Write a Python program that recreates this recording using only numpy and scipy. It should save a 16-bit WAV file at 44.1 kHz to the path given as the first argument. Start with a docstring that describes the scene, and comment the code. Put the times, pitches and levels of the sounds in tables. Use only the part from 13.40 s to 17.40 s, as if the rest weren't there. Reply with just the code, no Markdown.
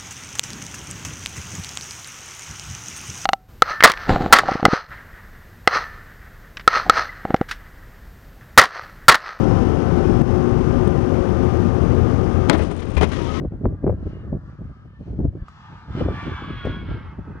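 """A model glider sweeps in from the left and over a windy hilltop.
Air rushes over its wings, a gap in the airframe whistles and sinks in pitch as it passes,
and two edge tones waver. A faint ground echo combs the rush as the glider climbs.
Gusts rumble, buffet and slap the microphone, brighter the harder they blow.
Something ticks twice nearby."""
import sys
import numpy as np
from scipy import signal
from scipy.fft import rfft, irfft, next_fast_len
from scipy.io import wavfile
from scipy.ndimage import uniform_filter1d, map_coordinates

SR = 44100
rng = np.random.default_rng(int(sys.argv[2]) if len(sys.argv) > 2 else 0)


def log_audio(samples):
    """Write samples as a 16-bit WAV file to the path given in sys.argv[1]."""
    # one column per channel
    frames = np.atleast_2d(samples).T
    # limit to full scale, then quantise
    limited = np.clip(frames, -1, 1)
    pcm = np.round(limited * 32767).astype(np.int16)
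    wavfile.write(sys.argv[1], SR, pcm)


N = 176400
GUST_REF_DB = -30

# Left-right likeness of the wind: freq_hz, correlation
WIND_CORRELATION = [(40, 0.85), (250, 0.83), (600, 0.53), (3000, 0.13)]


def amp(db):
    """Decibels to gain."""
    return 10 ** (np.asarray(db) / 20)


def unit(x):
    """Scale to rms 1."""
    return x / np.sqrt(np.mean(x ** 2) + 1e-20)


def along(points, hz):
    """Interpolate (freq_hz, value) rows on a log axis."""
    freq_hz, values = np.transpose(points)
    return np.interp(np.log(hz + 1), np.log(freq_hz + 1), values)


def clock():
    """Sample times in seconds."""
    return np.arange(N) / SR


def curves(rows):
    """One value per sample for each column after time_s."""
    time_s, *columns = np.transpose(rows)
    return [np.interp(clock(), time_s, column) for column in columns]


def gate(rows, fade_s=0.034):
    """Fade in after the first row's time and out before the last."""
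    return np.clip(np.minimum(clock() - rows[0][0], rows[-1][0] - clock()) / fade_s, 0, 1)


def wobble(rate_hz):
    """Smooth random curve, rate_hz knots a second."""
    return map_coordinates(rng.standard_normal(N // 20), [clock() * rate_hz], mode="wrap")


def filtered(x, response):
    """Apply the gain response(hz)."""
    size = next_fast_len(N + SR // 2)
    return irfft(rfft(x, size) * response(np.fft.rfftfreq(size, 1 / SR)), size)[..., :N]


def noise(spectrum):
    """Noise of rms 1 shaped by (freq_hz, gain_db) rows."""
    return unit(filtered(rng.standard_normal(N), lambda hz: amp(along(spectrum, hz))))


def stereo_noise(colour, correlation):
    """Noise pair of rms 1 with gain colour(hz) and (freq_hz, correlation) rows."""
    def mid_side_gains(hz):
        angle = np.arccos(np.clip(along(correlation, hz), -1, 1)) / 2
        return colour(hz) * [np.cos(angle), np.sin(angle)]

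    mid, side = filtered(rng.standard_normal((2, N)), mid_side_gains)
    return unit(np.array([mid + side, mid - side]))


def evened(pair, samples):
    """Hold a pair near rms 1 over a sliding window."""
    return pair / np.sqrt(np.abs(uniform_filter1d(np.mean(pair ** 2, 0), samples)))


def panned(x, pan_db):
    """Left over right by pan_db."""
    return x * np.array([amp(pan_db / 2), amp(-pan_db / 2)]).reshape(2, -1)


def delayed(x, delay_ms):
    """Time-varying delay."""
    return map_coordinates(x, [np.arange(N) - delay_ms * SR / 1000], mode="nearest")


def gust_strength():
    """Wind strength in dB over GUST_REF_DB."""
    # Wind at the microphone: time_s, strength_db
    gusts = [(0, -27), (.055, -24), (.1, -43.5), (.13, -25.5), (.19, -35.5), (.265, -21.5), (.38, -36),
             (.42, -32), (.45, -22.5), (.505, -19), (.565, -34.5), (.63, -28), (.75, -35), (.9, -31.5),
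             (.945, -23.5), (1.0, -38), (1.13, -37), (1.17, -46), (1.2, -33.5), (1.31, -35.5), (1.345, -49),
             (1.47, -39), (1.57, -48.5), (1.61, -30), (1.645, -46.5), (1.68, -30), (1.77, -32.5),
             (1.8, -23), (1.87, -26), (1.915, -38.5), (1.955, -30.5), (2.02, -40), (2.06, -46.5),
             (2.2, -47.5), (2.3, -42.5), (2.34, -34.5), (2.37, -45.5), (2.455, -44), (2.485, -31.5),
             (2.53, -35.5), (2.615, -22), (2.7, -27), (2.815, -35), (2.87, -24.5), (2.97, -36),
             (3.11, -30.5), (3.22, -38), (3.26, -24), (3.295, -25.5), (3.33, -32), (3.56, -28.5),
             (3.61, -34.5), (3.75, -40), (3.79, -30.5), (3.85, -43), (3.9, -30.5), (4, -41.5)]
    return curves(gusts)[0] - GUST_REF_DB


def rumble():
    """Large slow eddies follow each gust a moment later and shake the microphone."""
    # Rumble spectrum: freq_hz, gain_db
    spectrum = [(20, -55), (31, -22.5), (45, -5.5), (62, 0), (95, -3), (135, -11.5), (230, -37.5),
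                (900, -120)]
    lag_s, growth, trim_db, sway_db = 0.011, 1.095, -2, 3
    low = stereo_noise(lambda hz: amp(along(spectrum, hz)), WIND_CORRELATION)
    gust_db = np.interp(clock() - lag_s, clock(), uniform_filter1d(gust_strength(), size=900))
    level_db = GUST_REF_DB + growth * gust_db + trim_db + sway_db * wobble(24.77)
    return evened(low, samples=2000) * amp(level_db)


def buffeting():
    """Eddies on the microphone: the middle bands grow fastest with gust strength."""
    # Bands at reference strength: centre_hz, level_db, growth_db_per_db
    bands = [(158, -34, 1), (285.3, -39.5, 1.6223), (555, -50, 1.37), (940, -69.5, 1.81), (2030, -88, 1),
             (4860, -82.5, 0.46)]
    eddy_db, low_cut_hz = 3, 110
    gust_db = gust_strength() + eddy_db * wobble(rate_hz=110)
    centres_hz, out = np.array(bands)[:, 0], 0
    for weights, (centre_hz, level_db, growth) in zip(np.eye(len(bands)), bands):
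        def colour(hz):
            crossfade = along(np.c_[centres_hz, weights], hz)
            low_cut = hz ** 2 / (hz ** 2 + low_cut_hz ** 2)
            return crossfade * low_cut / (1 + (hz / centre_hz / 1.64) ** 2)

        band = evened(stereo_noise(colour, WIND_CORRELATION), samples=1500)
        out += band * amp(level_db + growth * gust_db)
    return panned(out, pan_db=0.2 * np.clip(gust_db / 10, 0, 2))


def slaps():
    """A hard eddy gives one pressure swing; quick ones spit turbulence and hit the left port harder."""
    # Wind slaps: centre_s, level_db, width_ms
    eddies = [(0.05, -15.5, 0.82), (.123, -19, 0.95), (.256, -10.5, 0.41), (0.269, -11.5, 3.6),
              (0.444, -13, 0.8), (.467, -19, .4), (.478, -12.5, 0.49), (0.497, -16, 0.47),
              (0.504, -20, 0.48), (.526, -19, .7), (0.931, -17, 0.8), (0.952, -17, 1.07),
              (1.792, -15.5, 1.8), (1.816, -14, 1.55), (2.024, -20, 4), (2.553, -16, 1.5),
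              (2.613, -14, 0.67), (2.687, -15, 0.53), (2.881, -19, 1.26), (3.254, -18, 0.64),
              (3.273, -16.5, .6), (3.297, -25.5, 3.1)]
    # Turbulence spectrum: freq_hz, gain_db
    spit_spectrum = [(100, -1), (500, 24), (1100, -8), (2400, -22), (3800, -47.5), (12000, -49.5)]
    spit_db, spit_decay_s = -9.5, 0.0054
    out, turbulence = np.zeros((2, N)), noise(spit_spectrum)
    for centre_s, level_db, width_ms in eddies:
        t = clock() - centre_s
        widths = 1000 * t / width_ms
        quickness = min(1, (0.66 / width_ms) ** 2)
        swing = 2.17 * widths / np.cosh(np.clip(1.6 * widths, -20, 20))
        spit = quickness * amp(spit_db) * turbulence * np.exp(-np.abs(t) / spit_decay_s)
        out += panned(amp(level_db) * (swing + spit), pan_db=4.5 * quickness)
    return out


def ticks():
    """Small hard contacts: a brief crack and one damped ring."""
    # Contacts: start_s, ring_db, crack_db
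    contacts = [(2.0835, -31.5, -56.5), (3.254, -51, -53.5)]
    # Crack spectrum: freq_hz, gain_db
    crack_spectrum = [(1500, 0), (5500, -1), (8200, -7.5), (11000, -25)]
    ring_hz, ring_t60_s, crack_t60_s = 1230, 0.026, 0.052
    out, crack = np.zeros(N), noise(crack_spectrum)
    for start_s, ring_db, crack_db in contacts:
        t = np.maximum(clock() - start_s, 0)
        out += amp(ring_db - 60 * t / ring_t60_s) * np.sin(2 * np.pi * ring_hz * t)
        out += (t > 0) * amp(crack_db - 60 * t / crack_t60_s) * crack
    return out


def whistle(pitch_hz, levels_db, gain_db, jitter_hz, flicker_db):
    """Air tone with unsteady pitch; each harmonic flickers on its own."""
    phase = 2 * np.pi * np.cumsum(pitch_hz + jitter_hz * wobble(130)) / SR
    return sum(amp(db + gain_db + flicker_db * wobble(45)) * np.sin(k * phase)
               for k, db in enumerate(levels_db, 1))


def thin_whistle(gap_hz):
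    """Faint high whistle, heard while the glider is far off; follows the gap's pitch."""
    # Envelope: time_s, relative_db
    envelope = [(.55, -81), (.8, -70), (.95, -92.5), (3.6, -77), (3.85, -74.5), (4.05, -75)]
    start_hz = 2950
    pitch_hz = start_hz * gap_hz / gap_hz[0]
    return gate(envelope) * whistle(pitch_hz, curves(envelope), gain_db=6, jitter_hz=45, flicker_db=3.5)


def edge_tones():
    """Air over edges of the glider sounds two wavering tones."""
    # High edge tone: time_s, pitch_hz, relative_db
    high_edge = [(1.5, 1775, -79), (1.57, 1775, -59.5), (1.63, 1780, -88.5), (1.95, 1760, -85),
                 (2.0, 1730, -59), (2.08, 1740, -81), (2.66, 1805, -62), (2.79, 1795, -45.5),
                 (2.89, 1780, -53), (2.99, 1700, -50.5), (3.22, 1650, -48), (3.37, 1658, -49.5),
                 (3.45, 1620, -60), (3.55, 1597, -50.5), (3.66, 1570, -58)]
    # Low edge tone: time_s, pitch_hz, relative_db
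    low_edge = [(2.72, 1713, -50), (2.781, 1714, -42.5), (2.869, 1627, -67), (2.972, 1613, -45),
                (3.14, 1560, -60), (3.215, 1435, -45), (3.38, 1468, -45), (3.448, 1414, -59),
                (3.509, 1385, -49.5), (3.621, 1365, -59)]
    out = 0
    for edge in (high_edge, low_edge):
        pitch_hz, level_db = curves(edge)
        out += gate(edge) * whistle(pitch_hz, [level_db], gain_db=3.5, jitter_hz=12, flicker_db=1.1)
    return out


def gap_whistle(gap_hz):
    """Air across a gap in the airframe whistles with three harmonics."""
    # Relative harmonic levels: time_s, first_db, second_db, third_db
    harmonics = [(2.2, -55, -81, -99), (2.58, -54.5, -65.5, -53.5), (2.79, -38.5, -49, -57),
                 (3.0, -49, -48.5, -53), (3.29, -43.5, -53, -43), (3.38, -47.5, -49.5, -50),
                 (3.46, -58, -54.5, -67.5), (3.75, -77.5, -61, -74.5)]
    tone = whistle(gap_hz, curves(harmonics), gain_db=0.5, jitter_hz=9.04, flicker_db=3.5)
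    return gate(harmonics) * tone


def wing_rush():
    """Broad turbulent noise from the wings, brightest overhead."""
    # Relative layer levels: time_s, body_db, upper_db, treble_db
    levels = [(0, -60, -79, -87), (.54, -59.5, -82, -89.5), (0.69, -54.5, -70.5, -75.5),
              (.82, -52, -71, -82), (0.949, -61, -86, -87.5), (1.1, -56.5, -77, -80),
              (1.28, -60.5, -79.5, -88), (1.37, -58, -78.5, -82), (1.52, -63, -78.5, -91),
              (1.66, -59.5, -72, -79), (1.9, -66.5, -82.5, -89.5), (2.04, -55.5, -72, -83.5),
              (2.09, -54, -69, -71.5), (2.33, -49.5, -67.5, -75), (2.468, -52, -72.5, -75.5),
              (2.599, -40.5, -50.5, -62.5), (2.67, -44.5, -62, -69), (2.76, -40.5, -53, -64.5),
              (2.98, -41.5, -56, -68), (3.13, -46, -55, -75.5), (3.28, -43.5, -53, -73.5),
              (3.45, -48.5, -61.5, -82), (3.53, -46, -57.5, -82), (3.8, -52.5, -76, -83.5)]
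    # Body spectrum: freq_hz, gain_db
    body = [(300, -14), (550, -6), (850, 7.5), (1200, 10), (1650, 5.5), (1950, -2), (2400, -18),
            (5000, -71.5)]
    # Upper-mid spectrum: freq_hz, gain_db
    upper = [(1400, -24), (2100, 3), (2600, 1), (3300, 1), (3800, -6.5), (4600, -13), (5500, -26.5),
             (7500, -49)]
    # Treble spectrum: freq_hz, gain_db
    treble = [(2800, -15), (4000, 11), (4900, 9), (6000, 5.5), (8000, -6), (10000, -27), (14000, -23)]
    # Left-right likeness: freq_hz, correlation
    correlation = [(500, 0.39), (2000, 0.89), (4000, 0.38), (8000, 0.33)]
    out, flutter_db = 0, wobble(15)
    for level_db, spectrum, trim_db in zip(curves(levels), (body, upper, treble), (1, 6.5, 5.5)):
        layer = stereo_noise(lambda hz: amp(along(spectrum, hz)), correlation)
        out += amp(level_db + trim_db + flutter_db) * layer
    return out


def streaked(rush, gap_hz):
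    """Narrow peaks come and go and the gap's harmonics dip slightly; all slide with its pitch."""
    width_hz, rate_hz, depth_db, dip_db = 70.56, 4.94, 2.8, -1
    hz, t, frames = signal.stft(rush, SR, nperseg=4096, noverlap=3072)
    harmonic = hz[:, None] / np.interp(t, clock(), gap_hz)
    grid = np.broadcast_arrays(harmonic * gap_hz.mean() / width_hz, t * rate_hz)
    streaks_db = depth_db * map_coordinates(rng.standard_normal((600, 60)), grid, mode="wrap")
    dips_db = dip_db * np.cos(np.pi * harmonic) ** 10
    frames *= unit(amp(streaks_db + dips_db))
    return signal.istft(frames, SR, nperseg=4096, noverlap=3072)[1][:, :N]


def glider():
    """Rush, whistles and their ground echo reach the two microphone ports from a moving bearing."""
    # Gap tone, sinking on the pass: time_s, pitch_hz
    gap_pitch = [(.7, 1221), (.87, 1173), (2.0, 1241), (2.6, 1180), (2.8, 1161), (3.0, 1135), (3.22, 1108),
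                 (3.4, 1103), (4, 1053)]
    # Flight path: time_s, left_lead_ms, pan_db, echo_delay_ms
    bearing = [(0, 0.11, 1.5, 1.4), (2, 0.15, 2.5, 1.7), (2.7, 0.091, 0.3, 2.47), (4, -.05, -1.5, 3.4)]
    ground_db = -23
    gap_hz, = curves(gap_pitch)
    direct = streaked(wing_rush(), gap_hz) + gap_whistle(gap_hz) + thin_whistle(gap_hz) + edge_tones()
    lead_ms, pan_db, echo_ms = curves(bearing)
    left, right = [x + amp(ground_db) * delayed(x, echo_ms) for x in direct]
    ports = np.array([delayed(left, -lead_ms / 2), delayed(right, lead_ms / 2)])
    return panned(ports, pan_db)


def scene():
    """Wind, glider and ticks in open air, no reverberation."""
    return rumble() + buffeting() + slaps() + glider() + ticks()


def record(dry):
    """The microphone thins the deepest bass and passes nothing above its band limit."""
    low_cut_hz, top_hz = 33, 15200
    return filtered(dry, lambda hz: (hz < top_hz) * hz ** 2 / np.sqrt(hz ** 4 + low_cut_hz ** 4))


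dry = scene()
out = record(dry)
log_audio(out)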